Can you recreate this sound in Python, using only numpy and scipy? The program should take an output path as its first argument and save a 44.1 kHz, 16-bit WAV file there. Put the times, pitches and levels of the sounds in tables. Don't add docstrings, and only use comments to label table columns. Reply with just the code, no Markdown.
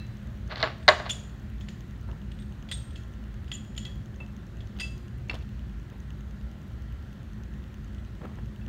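import sys
import numpy as np
from scipy import signal
from scipy.fft import rfft, irfft
from scipy.io import wavfile
from scipy.ndimage import uniform_filter1d

SR = 44100
rng = np.random.default_rng(int(sys.argv[2]) if len(sys.argv) > 2 else 0)


def voltage_ratio(decibels):
    exponent = np.asarray(decibels, float) / 20
    return 10 ** exponent


def generate_wav(sig):
    pcm = np.round(np.clip(np.atleast_2d(sig).T, -1, 1) * 32767).astype(np.int16)
    wavfile.write(sys.argv[1], SR, pcm)


N = 382788

# pitch_hz, level_db, width_hz
HUM = [(57.8, -45.5, 5), (115.7, -50.5, 9.2), (207.2, -53, 4.6), (357, -66.5, 1.4), (1364, -72, 1.5),
       (1055, -75, 9.7)]
# pitch_hz, level_db (per Hz)
RUMBLE = [(20, -27.5), (38, -12.5), (52, 1), (62, -0.5), (86, -3), (125, -5), (178, -12.5), (209, -6),
          (238, -15.5), (319, -23), (350, -21), (468, -31), (520, -46.5), (680, -58), (1140, -120)]
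# pitch_hz, level_db (per Hz)
HISS = [(260, -28), (450, -16), (515, -0.5), (748, -6.5), (1070, -9), (1150, -7.5), (1340, -6.5),
        (1860, -5.5), (2230, -13), (3140, -13.5), (4840, -20), (6730, -23), (10200, -35.5), (11300, -29),
        (16000, -33.5)]
# time_s, level_db
HISS_LEVEL = [(0, -55.5), (.45, -56.5), (1.6, -57), (5.5, -57.5), (8.68, -57)]

# pitch_hz, level_db, t60_s
FADING = [(2660, -48, 0.17), (3994, -51.5, 0.29), (4030, -54, 0.17), (4285, -59, 0.18), (5050, -65, .2),
          (1720, -55, .12), (5910, -64, .2)]
# pitch_hz, level_db, t60_s
PING = [(7100, -51, 0.13), (7090, -58.5, .14), (12830, -65.5, .08)]
PING_S = 0.639

# first_s, period_s
FAST_TIMES = (.0300, .050005)
SLOW_TIMES = (.0678, .102334)
# pitch_hz, level_db
FAST_TICK = [(4000, -22.5), (6200, 0), (7400, -17.5), (8800, -2.5), (10300, -18), (11700, 0),
             (13600, -14.5), (15000, -9.5)]
SLOW_TICK = [(1500, -30), (2900, 9.5), (3800, -4), (4900, -8), (6400, 5), (7600, -15.5), (9000, -16),
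             (13000, -21), (15000, -12)]
SPARK = [(9000, -30), (13000, -12), (14500, 5), (16000, -6)]
SPARKS = [1, 2, 5, 13, 14, 16, 17, 19, 23, 25, 29, 31, 34, 35, 37, 38, 43, 45, 46, 48, 55, 58, 61, 63, 66,
          67, 69, 70, 72, 75, 79, 82, 83]

# start_s, level_db
DRY_CRACKS = [(0.302, -51), (1.0642, -44), (1.582, -45), (2.3890, -38.5), (2.423, -39), (2.907, -40),
              (3.523, -42), (4.143, -44), (4.765, -44), (4.788, -32), (4.8050, -19), (5.3120, -34),
              (5.3428, -27), (5.3525, -31), (5.4237, -39.5), (5.2964, -33), (5.9335, -49), (7.983, -45)]
# pitch_hz, level_db
CRACK_BODY = [(900, -18.5), (2020, -8.5), (2700, -5), (3300, 2.5), (4000, -8), (5200, -12), (6200, -35),
              (9000, -59.5)]
CRACK_TOP = [(3500, -36.5), (5500, 2), (7000, -0.5), (9000, -8), (12000, -12.5), (16000, -17.5)]
CRACK_TOP_DB = [-14, -20, -15, -21, -15, -16, -11, -11.5]
HARDER = 0.17

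# peak_s, level_db, rise_s, fall_s, grit_db
DRAGS = [(0.503, -44, 0.008, 0.068, -7), (.526, -36, 0.03, 0.036, -20), (0.57, -42, .012, 0.21, -6),
         (0.636, -26, 0.008, 0.06, -14), (.622, -41, .05, .015, -4), (.900, -21, .004, 0.042, -19),
         (.915, -39, .006, 0.25, -17), (0.999, -46, .01, 0.023, -15), (1.066, -39.5, 0.025, 0.039, -15),
         (5.312, -45, 0.022, 0.042, -6), (5.352, -48, 0.017, 0.056, -18)]
# pitch_hz, level_db (per Hz)
RUB = [(250, -16), (400, -7.5), (620, -2), (1000, -5), (1900, -5), (2450, -11), (3300, -6), (4600, -4.5),
       (5400, -13), (6500, -27), (9500, -48)]
SLIP_SPREAD_DB, SLIPS_PER_S, RUB_SHARE = 2.5, 1800, 0.9
RUB_DAMP_S = 0.01
RUB_RING_DB = -14.5
SWELL_DB = 20

# start_s, level_db
SNAPS = [(.5103, -36.5), (.5150, -35), (.5200, -32.5), (0.525, -33), (0.5580, -25), (0.603, -28),
         (0.6276, -10), (0.8797, -1.5), (0.8863, 1), (.8884, -3), (.9990, -30), (1.057, -36), (1.0624, -34),
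         (1.069, -34)]
# pitch_hz, level_db, t60_s
SNAP_MODES = [(2030, -6.5, 0.02), (3200, -8, 0.0078), (3900, -2, .009), (4180, 2, 0.0088),
              (4520, -1, 0.0065), (5150, -12, .006)]
# start_s, body_db, boom_db, edge_db
KNOCKS = [
    (0.559, -46, -46, -36),
    (0.605, -33.5, -31, -33.5),
    (.628, -20, -18, -24),
    (.637, -31, -20, -50),
    (.8803, -5.5, -16, -15),
    (.8815, -20, -6.5, -30),
    (0.8868, -8, -5.5, -12.5),
    (.8886, -13, -11, -17),
    (0.898, -19.5, -20.5, -42),
    (0.999, -26.5, -28, -35),
]
# pitch_hz, level_db (per Hz)
BENCH = [(250, -20), (390, -7), (500, -15.5), (615, 0), (760, -7.5), (960, -5.5), (1250, -7), (1580, -4.5),
         (2000, -4.5), (2300, -18.5), (3200, -4.5), (4100, -7), (4800, 0), (5800, -24), (9000, -55.5)]
# pitch_hz, t60_s
BENCH_T60 = [(300, 0.23), (520, .09), (700, 0.069), (1100, 0.058), (2000, 0.05), (2600, 0.06), (6000, .02)]
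# pitch_hz, level_db (above the rest)
BENCH_NOTES = [(621, 8), (857, 2.5), (973, 10), (1089, 14), (1191, 8.5), (1396, 10), (1590, 10),
               (1797, 5.5), (2024, 9.5), (3516, -1.5), (3850, 8), (3980, -4), (4115, 7.5), (4443, 4.5)]
CEILING = 0.95

# peak_s, level_db, rise_s, fall_s
BUMPS = [(.632, -38.5, 0.0318, 0.1), (2.089, -46.5, 0.013, 0.13), (4.203, -44, 0.0052, 0.045),
         (4.810, -53.5, 0.1, 0.24), (5.298, -40, 0.0093, 0.076), (5.350, -52, .03, 0.043),
         (5.930, -53, 0.046, .06), (8.241, -40.5, 0.039, 0.1), (8.320, -70, 0.075, 0.033),
         (8.386, -50, 0.025, 0.025), (8.679, -40.5, 0.012, .03)]
# pitch_hz, level_db
BUMP = [(150, -14), (280, 0), (700, -5.5), (1200, -7), (2000, -19), (3500, -27), (6000, -47)]

# start_s, crack_db, ring_db
ON_LOOSE = [
    (1.0934, -20, -50),
    (1.0964, -17, -42),
    (1.6092, -34, -67),
]
ON_SHANK = [
    (1.1044, -17.5, -31.5),
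    (1.686, -24.5, -56.5),
    (3.4795, -40, -66),
    (3.5344, -57, -40),
    (3.5454, -55, -38.5),
    (3.7637, -35, -50),
    (3.7775, -20, -40),
]
ON_NUT = [
    (0.828, -37, -67.5),
    (2.3167, -38.5, -67),
    (2.3963, -53, -62),
    (2.7138, -17, -37),
    (2.7223, -19, -55),
]
ON_JAW = [
    (2.6888, -30, -59),
    (2.9538, -48, -62.5),
    (3.5161, -18.5, -44),
    (3.798, -55, -60),
    (3.851, -24, -48),
    (4.606, -36.5, -65),
    (4.834, -55, -57),
]
ON_PIPE = [
    (2.9583, -31, -60),
    (3.8634, -46, -61),
    (4.2013, -44, -45),
    (4.7971, -26, -38),
    (4.8108, -20.5, -38),
    (4.8295, -55, -38.5),
    (4.977, -57, -67),
    (8.6135, -55, -63.5),
]
ON_THREAD = [
    (2.6890, -60, -57),
    (3.481, -60, -63),
    (4.798, -60, -35),
    (4.8295, -60, -43),
]
ON_HEAD = [
    (.8860, -26.5, -35.5),
    (0.889, -21, -33.5),
    (.8960, -32.5, -59),
    (0.911, -35.5, -70),
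]
# jaw_db, hook_db, shank_db, nut_db, heel_db, pipe_db, collar_db, thread_db,
# pin_db, tooth_db, rivet_db, cap_db, web_db
SHARES = [
    (6, 8, 0, -30, -6, -19, -24, -18, 2, -17, -15, -9, -5),
    (-15, -22, -5.5, -21.5, -35, -13, -19, -26, -11, -26, -30, -23, -2),
    (-14, -0.5, -15.5, 0.5, -28, -23, -9, -18, -22, -31.5, -4, -15, -12),
    (7, -25, -8.5, -19, -29, -10, -3, -22, -14, -27, -20, -25, -8),
    (-27, -25, -29, -42, -40, 4, -11, -41.5, -30, -38, -35, -35, -25),
    (-22, -18, -20, -30, -32, -12, -8.5, -0.5, -20, -32.5, -22, -13.5, -20),
    (-8, -5, -4, -22, -32, -17.5, -16.5, -17, -8, -29, -15, -22, -15),
]
# pitch_hz, level_db, t60_s
WRENCH = [
    [(3338, 0, .42), (3322, -6, .4), (3400, -8, .2), (3260, -9, .25), (3128, -10, .3)],
    [(3488, 3, .19), (3520, -8, .2), (3600, -8, .1)],
    [(6998, 0, .35), (7020, -5, .3), (7080, -6, .2), (7290, -9, .2)],
    [(8452, -1, .4), (8482, -4, .35), (8420, -10, .15)],
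    [(9990, -1, .3), (10040, -6, .2), (5373, 1, .2), (5560, 0, .15), (5722, 3, .17), (5790, -2, .15)],
]
# pitch_hz, level_db, t60_s
PIPE = [
    [(2649, 0, .24)],
    [(1990, 0, .14), (1510, -8, .08)],
    [(4850, 0, .42), (4580, -12, .1), (4926, -12, .2)],
    [(6548, 0, .1), (6618, -9, .4)],
    [(12830, 0, .13)],
    [(3784, 0, .4), (3704, -2, .2), (3924, -6, .25)],
    [(8560, 0, .35), (8610, -8, .15)],
    [(2860, 0, .05), (3030, -4, .06)],
]
FREE_DB = [-10, -10, -9, -11, -12, -13, -15, -14, -10, -11, -12, -13, -10]
GRIP_S = 0.0152
RING_LAG_S, FLUTTER_DB = 0.0015, 3.8
# pitch_hz, level_db
HAZE = [(1200, -32.5), (2500, -10.5), (3400, -2.5), (4500, -3.5), (5700, -6), (7000, -0.5), (8000, -16),
        (13000, -24), (16000, -32)]
HAZE_DB = [-6, -9, -9.5, -10.5, -3, -8, -1]
HAZE_S = 0.054

# start_s, level_db
BITES = [
    (5.2967, -30),
    (5.297, -19.5),
    (5.3117, -33),
    (5.3322, -35.5),
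    (5.409, -46),
]
# pitch_hz, level_db, t60_s
BITTEN = [(2110, -3.5, 0.034), (2330, 6, 0.013), (2667, 2.5, 0.044), (3290, -2, 0.013), (4340, -3, 0.017),
          (5300, -15, 0.046), (7170, -35, 0.092), (8240, -33, 0.036)]
# peak_s, level_db, rise_s, fall_s
THUD = (8.25, -47, 0.1, 0.5)
# pitch_hz, level_db
LEGS = [(70, -25), (130, 5), (280, -5), (500, -34), (2000, -90)]

# pitch_hz, t60_s
SHOP = [(300, 0.91), (1000, 0.52), (4000, 0.49), (10000, 0.66)]
# pitch_hz, level_db
BENCH_FAR = [(250, -4), (450, -4), (700, 0), (2000, 0.5), (2700, 6), (3500, 3), (4300, -6), (5500, 4),
             (7000, 4)]
# pitch_hz, level_db
CAPSULE = [(30, -4), (45, 1), (4500, -0.5), (4900, -3), (7400, -0.5), (7900, -1.5), (9500, 1.5),
           (10350, -4), (11000, -1.5), (13000, -1.5), (13700, -4), (14400, 1)]
# pitch_hz, level_db
EDGE = [(15780, 0), (15860, -70)]


def evened(x):
    return x / np.sqrt(np.mean(x ** 2) + 1e-20)


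def noise():
    return rng.standard_normal(N)


def read(points, hz):
    f, value = np.transpose(points)
    return np.interp(np.log(hz + 1), np.log(f + 1), value)


def coloured(x, points):
    return irfft(rfft(x) * voltage_ratio(read(points, np.fft.rfftfreq(len(x), 1 / SR))), len(x))


def causal(points):
    hz = abs(np.fft.fftfreq(4096, 1 / SR))
    log_gain = np.log(voltage_ratio(np.maximum(read(points, hz), -100)))
    taps = np.fft.ifft(np.exp(log_gain - 1j * signal.hilbert(log_gain).imag)).real[:1024]
    return taps / np.linalg.norm(taps)


def through(x, response):
    return signal.oaconvolve(x, response)[:N]


def ring(modes, length=.45):
    t = np.arange(int(length * SR)) / SR
    return sum(voltage_ratio(db - 60 * t / t60) * np.sin(2 * np.pi * hz * t) for hz, db, t60 in modes)


def soft_start(length, rise_s):
    return 1 - np.exp(-np.arange(length) / SR / rise_s)


def impulses(times, levels_db):
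    out = np.zeros(N)
    np.add.at(out, np.round(times * SR).astype(int), voltage_ratio(levels_db) * rng.choice([-1., 1.], len(times)))
    return out


def blows(times, levels_db, contact_s, chatter_db=-100, chatter_s=.01):
    size = 3000
    out, t = np.zeros(N + size), np.arange(size) / SR
    shape = np.exp(-t / contact_s) + voltage_ratio(chatter_db) * np.exp(-t / chatter_s)
    bursts = rng.standard_normal((len(times), size)) * shape
    for s, db, burst in zip(times, levels_db, bursts):
        out[round(s * SR):][:size] += voltage_ratio(db) * burst / np.linalg.norm(burst)
    return out[:N]


def swell(peak_s, level_db, rise_s, fall_s):
    t = np.arange(N) / SR - peak_s
    away = np.minimum(np.where(t < 0, -t / rise_s, t / fall_s), 10)
    not_yet = t < -1.5 * rise_s
    return voltage_ratio(level_db - SWELL_DB * away - 100 * not_yet)


def spots():
    return [np.array(rows) for rows in (ON_LOOSE, ON_SHANK, ON_NUT, ON_JAW, ON_PIPE, ON_THREAD, ON_HEAD)]


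def bench_bank(lo_hz, hi_hz):
    hz = np.linspace(250, 8000, 240) + 32 * rng.random(240)
    notes_hz, notes_db = np.transpose(BENCH_NOTES)
    hz = np.append(hz, notes_hz)
    band = 1 / np.sqrt((1 + (lo_hz / hz) ** 8) * (1 + (hz / hi_hz) ** 8))
    t = np.arange(3500)[:, None] / SR
    t60 = read(BENCH_T60, hz)
    heights = band * voltage_ratio(read(BENCH, hz) - 60 * t / t60) / np.sqrt(t60)
    heights *= rng.uniform(.6, 1.4, len(hz))
    heights[:, -len(BENCH_NOTES):] *= voltage_ratio(notes_db)
    heights *= (1 - np.exp(-t * hz * 2.25)) ** 2
    response = (heights * np.sin(2 * np.pi * (hz * t + .6 * rng.random(len(hz))))).sum(1)
    response = signal.lfilter(*signal.butter(6, 6000, fs=SR), response)
    return response / abs(response).max()


def hum():
    t, out = np.arange(N) / SR, np.zeros(N)
    for hz, db, width in HUM:
        r = np.exp(-np.pi * width / SR)
        drift = signal.lfilter([1], [1, -2 * r, r * r], noise() + 1j * noise())
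        tone = (0.37 + drift / np.std(drift)) * np.exp(2j * np.pi * hz * t)
        out += voltage_ratio(db) * evened(tone.real)
    return out


def air():
    rumble = voltage_ratio(-39.5) * evened(coloured(noise(), RUMBLE))
    _, _, z = signal.stft(evened(coloured(noise(), HISS)), SR, nperseg=512)
    patches_db = uniform_filter1d(rng.standard_normal(z.shape), 5, 0)
    patches_db = evened(uniform_filter1d(patches_db, 20, 1))
    hiss = signal.istft(z * voltage_ratio(patches_db), SR, nperseg=512)[1][:N]
    return rumble + hiss * voltage_ratio(np.interp(np.arange(N) / SR, *np.transpose(HISS_LEVEL)))


def lingering():
    out, fading, ping = np.zeros(N), ring(FADING), ring(PING)
    out[:len(fading)] += fading
    out[round(PING_S * SR):][:len(ping)] += ping * soft_start(len(ping), .004)
    return out


def ticks(times, colour, level_db, spread_db, length_s):
    first_s, period_s = times
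    s = np.arange(first_s, N / SR - .01, period_s)
    levels_db = level_db + spread_db * rng.standard_normal(len(s))
    return through(blows(s, levels_db, length_s), causal(colour))


def sparks():
    first_s, period_s = SLOW_TIMES
    s = first_s + period_s * np.array(SPARKS)
    return through(blows(s, np.full(len(s), -48.0), .0008), causal(SPARK))


def cracks():
    tables = spots() + [np.array(DRY_CRACKS)]
    s, body_db = np.concatenate([rows[:, :2] for rows in tables]).T
    top_db = body_db + HARDER * (body_db + 20)
    top_db = top_db + np.repeat(CRACK_TOP_DB, [len(rows) for rows in tables])
    body = through(blows(s, body_db + 9.0, 0.004, -42, 0.018), causal(CRACK_BODY))
    return body + through(blows(s, top_db + 9.5, 0.00287, -17.0, .02), causal(CRACK_TOP))


def drags():
    slip_db = SLIP_SPREAD_DB * np.minimum(rng.exponential(1, N), 3)
    slips = voltage_ratio(slip_db) * (rng.random(N) < SLIPS_PER_S / SR) * noise()
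    drive = evened(evened(slips) + RUB_SHARE * noise())
    strokes = np.array([swell(*row[:4]) for row in DRAGS])
    grit = voltage_ratio(np.array(DRAGS)[:, 4]) @ strokes
    low, high = bench_bank(0, 2300), bench_bank(2300, SR)
    out = np.zeros(N)
    for level, bank, kind in ((strokes.sum(0), low, "low"), (grit, high, "high")):
        modes = bank[:1024] * np.exp(-np.arange(1024) / SR / RUB_DAMP_S)
        smooth = signal.lfilter(*signal.butter(4, 2300, kind, fs=SR), causal(RUB))
        body = evened(smooth) + voltage_ratio(RUB_RING_DB) * evened(modes)
        out += through(level * drive, body / np.linalg.norm(body))
    return out


def snaps():
    s, db = np.transpose(SNAPS)
    body = ring(SNAP_MODES, length=.04)
    body = body * soft_start(len(body), .0003) ** 2
    return through(impulses(s, db + 1.0), body)


def knocks():
    s, *levels = np.transpose(KNOCKS)
    banks = bench_bank(1200, 2500), bench_bank(0, 1200), bench_bank(2500, SR)
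    return sum(through(-abs(impulses(s, db)), bank) for db, bank in zip(levels, banks))


def hardest(x):
    return signal.lfilter(*signal.butter(6, 6800, fs=SR), CEILING * np.tanh(x / CEILING))


def bumps():
    level = sum(swell(*row) for row in BUMPS)
    lumps = voltage_ratio(4.8 * evened(uniform_filter1d(noise(), 200)))
    return through(level * evened(lumps * noise()), causal(BUMP))


def chimes():
    s = np.concatenate(spots())[:, 0] + RING_LAG_S
    levels = np.concatenate([rows[:, 2:] + np.array(share) for rows, share in zip(spots(), SHARES)]).T
    out, t = np.zeros(N), np.arange(int(.45 * SR)) / SR
    for db, part, free in zip(levels + 4.0, WRENCH + PIPE, voltage_ratio(FREE_DB)):
        grip = free + (1 - free) * np.exp(-t / GRIP_S)
        body = soft_start(len(t), 0.0016) * grip * ring(part)
        wobble = uniform_filter1d(uniform_filter1d(noise(), 280), 280)
        out += voltage_ratio(FLUTTER_DB * evened(wobble)) * through(impulses(s, db), body)
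    return out


def haze():
    s, crack_db = np.concatenate([rows[:, :2] for rows in spots()]).T
    db = crack_db + np.repeat(HAZE_DB, [len(rows) for rows in spots()])
    decay = np.exp(-2 * np.arange(SR // 4) / SR / HAZE_S)
    power = through(abs(impulses(s, 2 * db)), decay / decay.sum())
    return np.sqrt(abs(power)) * through(noise(), causal(HAZE)) * voltage_ratio(6.0)


def bite():
    s, db = np.transpose(BITES)
    body = ring(BITTEN)
    body = body * soft_start(len(body), .0003)
    return through(impulses(s, db - 6.5) + blows(s, db - 17, 0.0052), body)


def thud():
    return swell(*THUD) * evened(coloured(noise(), LEGS))


def shop(x):
    taps = np.zeros(SR)
    at = np.arange(200, SR - 20, 20)
    taps[at + rng.integers(0, 20, len(at))] = rng.choice([-1., 1.], len(at))
    hz, t, z = signal.stft(taps, SR, nperseg=256)
    tail = signal.istft(z * voltage_ratio(-60 * t / read(SHOP, hz)[:, None]), SR, nperseg=256)[1]
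    return through(x, tail / np.linalg.norm(tail))


def scene():
    bench = hardest(knocks() + snaps()) + drags() + bumps() + thud()
    wrench = cracks() + haze() + lingering()
    jaw, parts = bite(), chimes()
    sent = voltage_ratio(-15.0) * coloured(bench, BENCH_FAR) + voltage_ratio(-8.5) * wrench
    wet = shop(sent + voltage_ratio(-21) * jaw + voltage_ratio(-15) * parts)
    leak = ticks(SLOW_TIMES, SLOW_TICK, -34.5, 1.26, 0.00028)
    leak = leak + ticks(FAST_TIMES, FAST_TICK, -48.0, 1.5, 0.001) + sparks()
    return (bench + wrench + parts + jaw + wet + hum() + air() + leak)[None]


def band_limit(x):
    return signal.sosfilt(signal.butter(12, 16520, fs=SR, output="sos"), x)


def record(dry):
    heard = coloured(coloured(dry[0], CAPSULE), EDGE)
    mix = voltage_ratio(-0.5) * heard[None]
    return band_limit(mix)


dry = scene()
out = record(dry)
generate_wav(out)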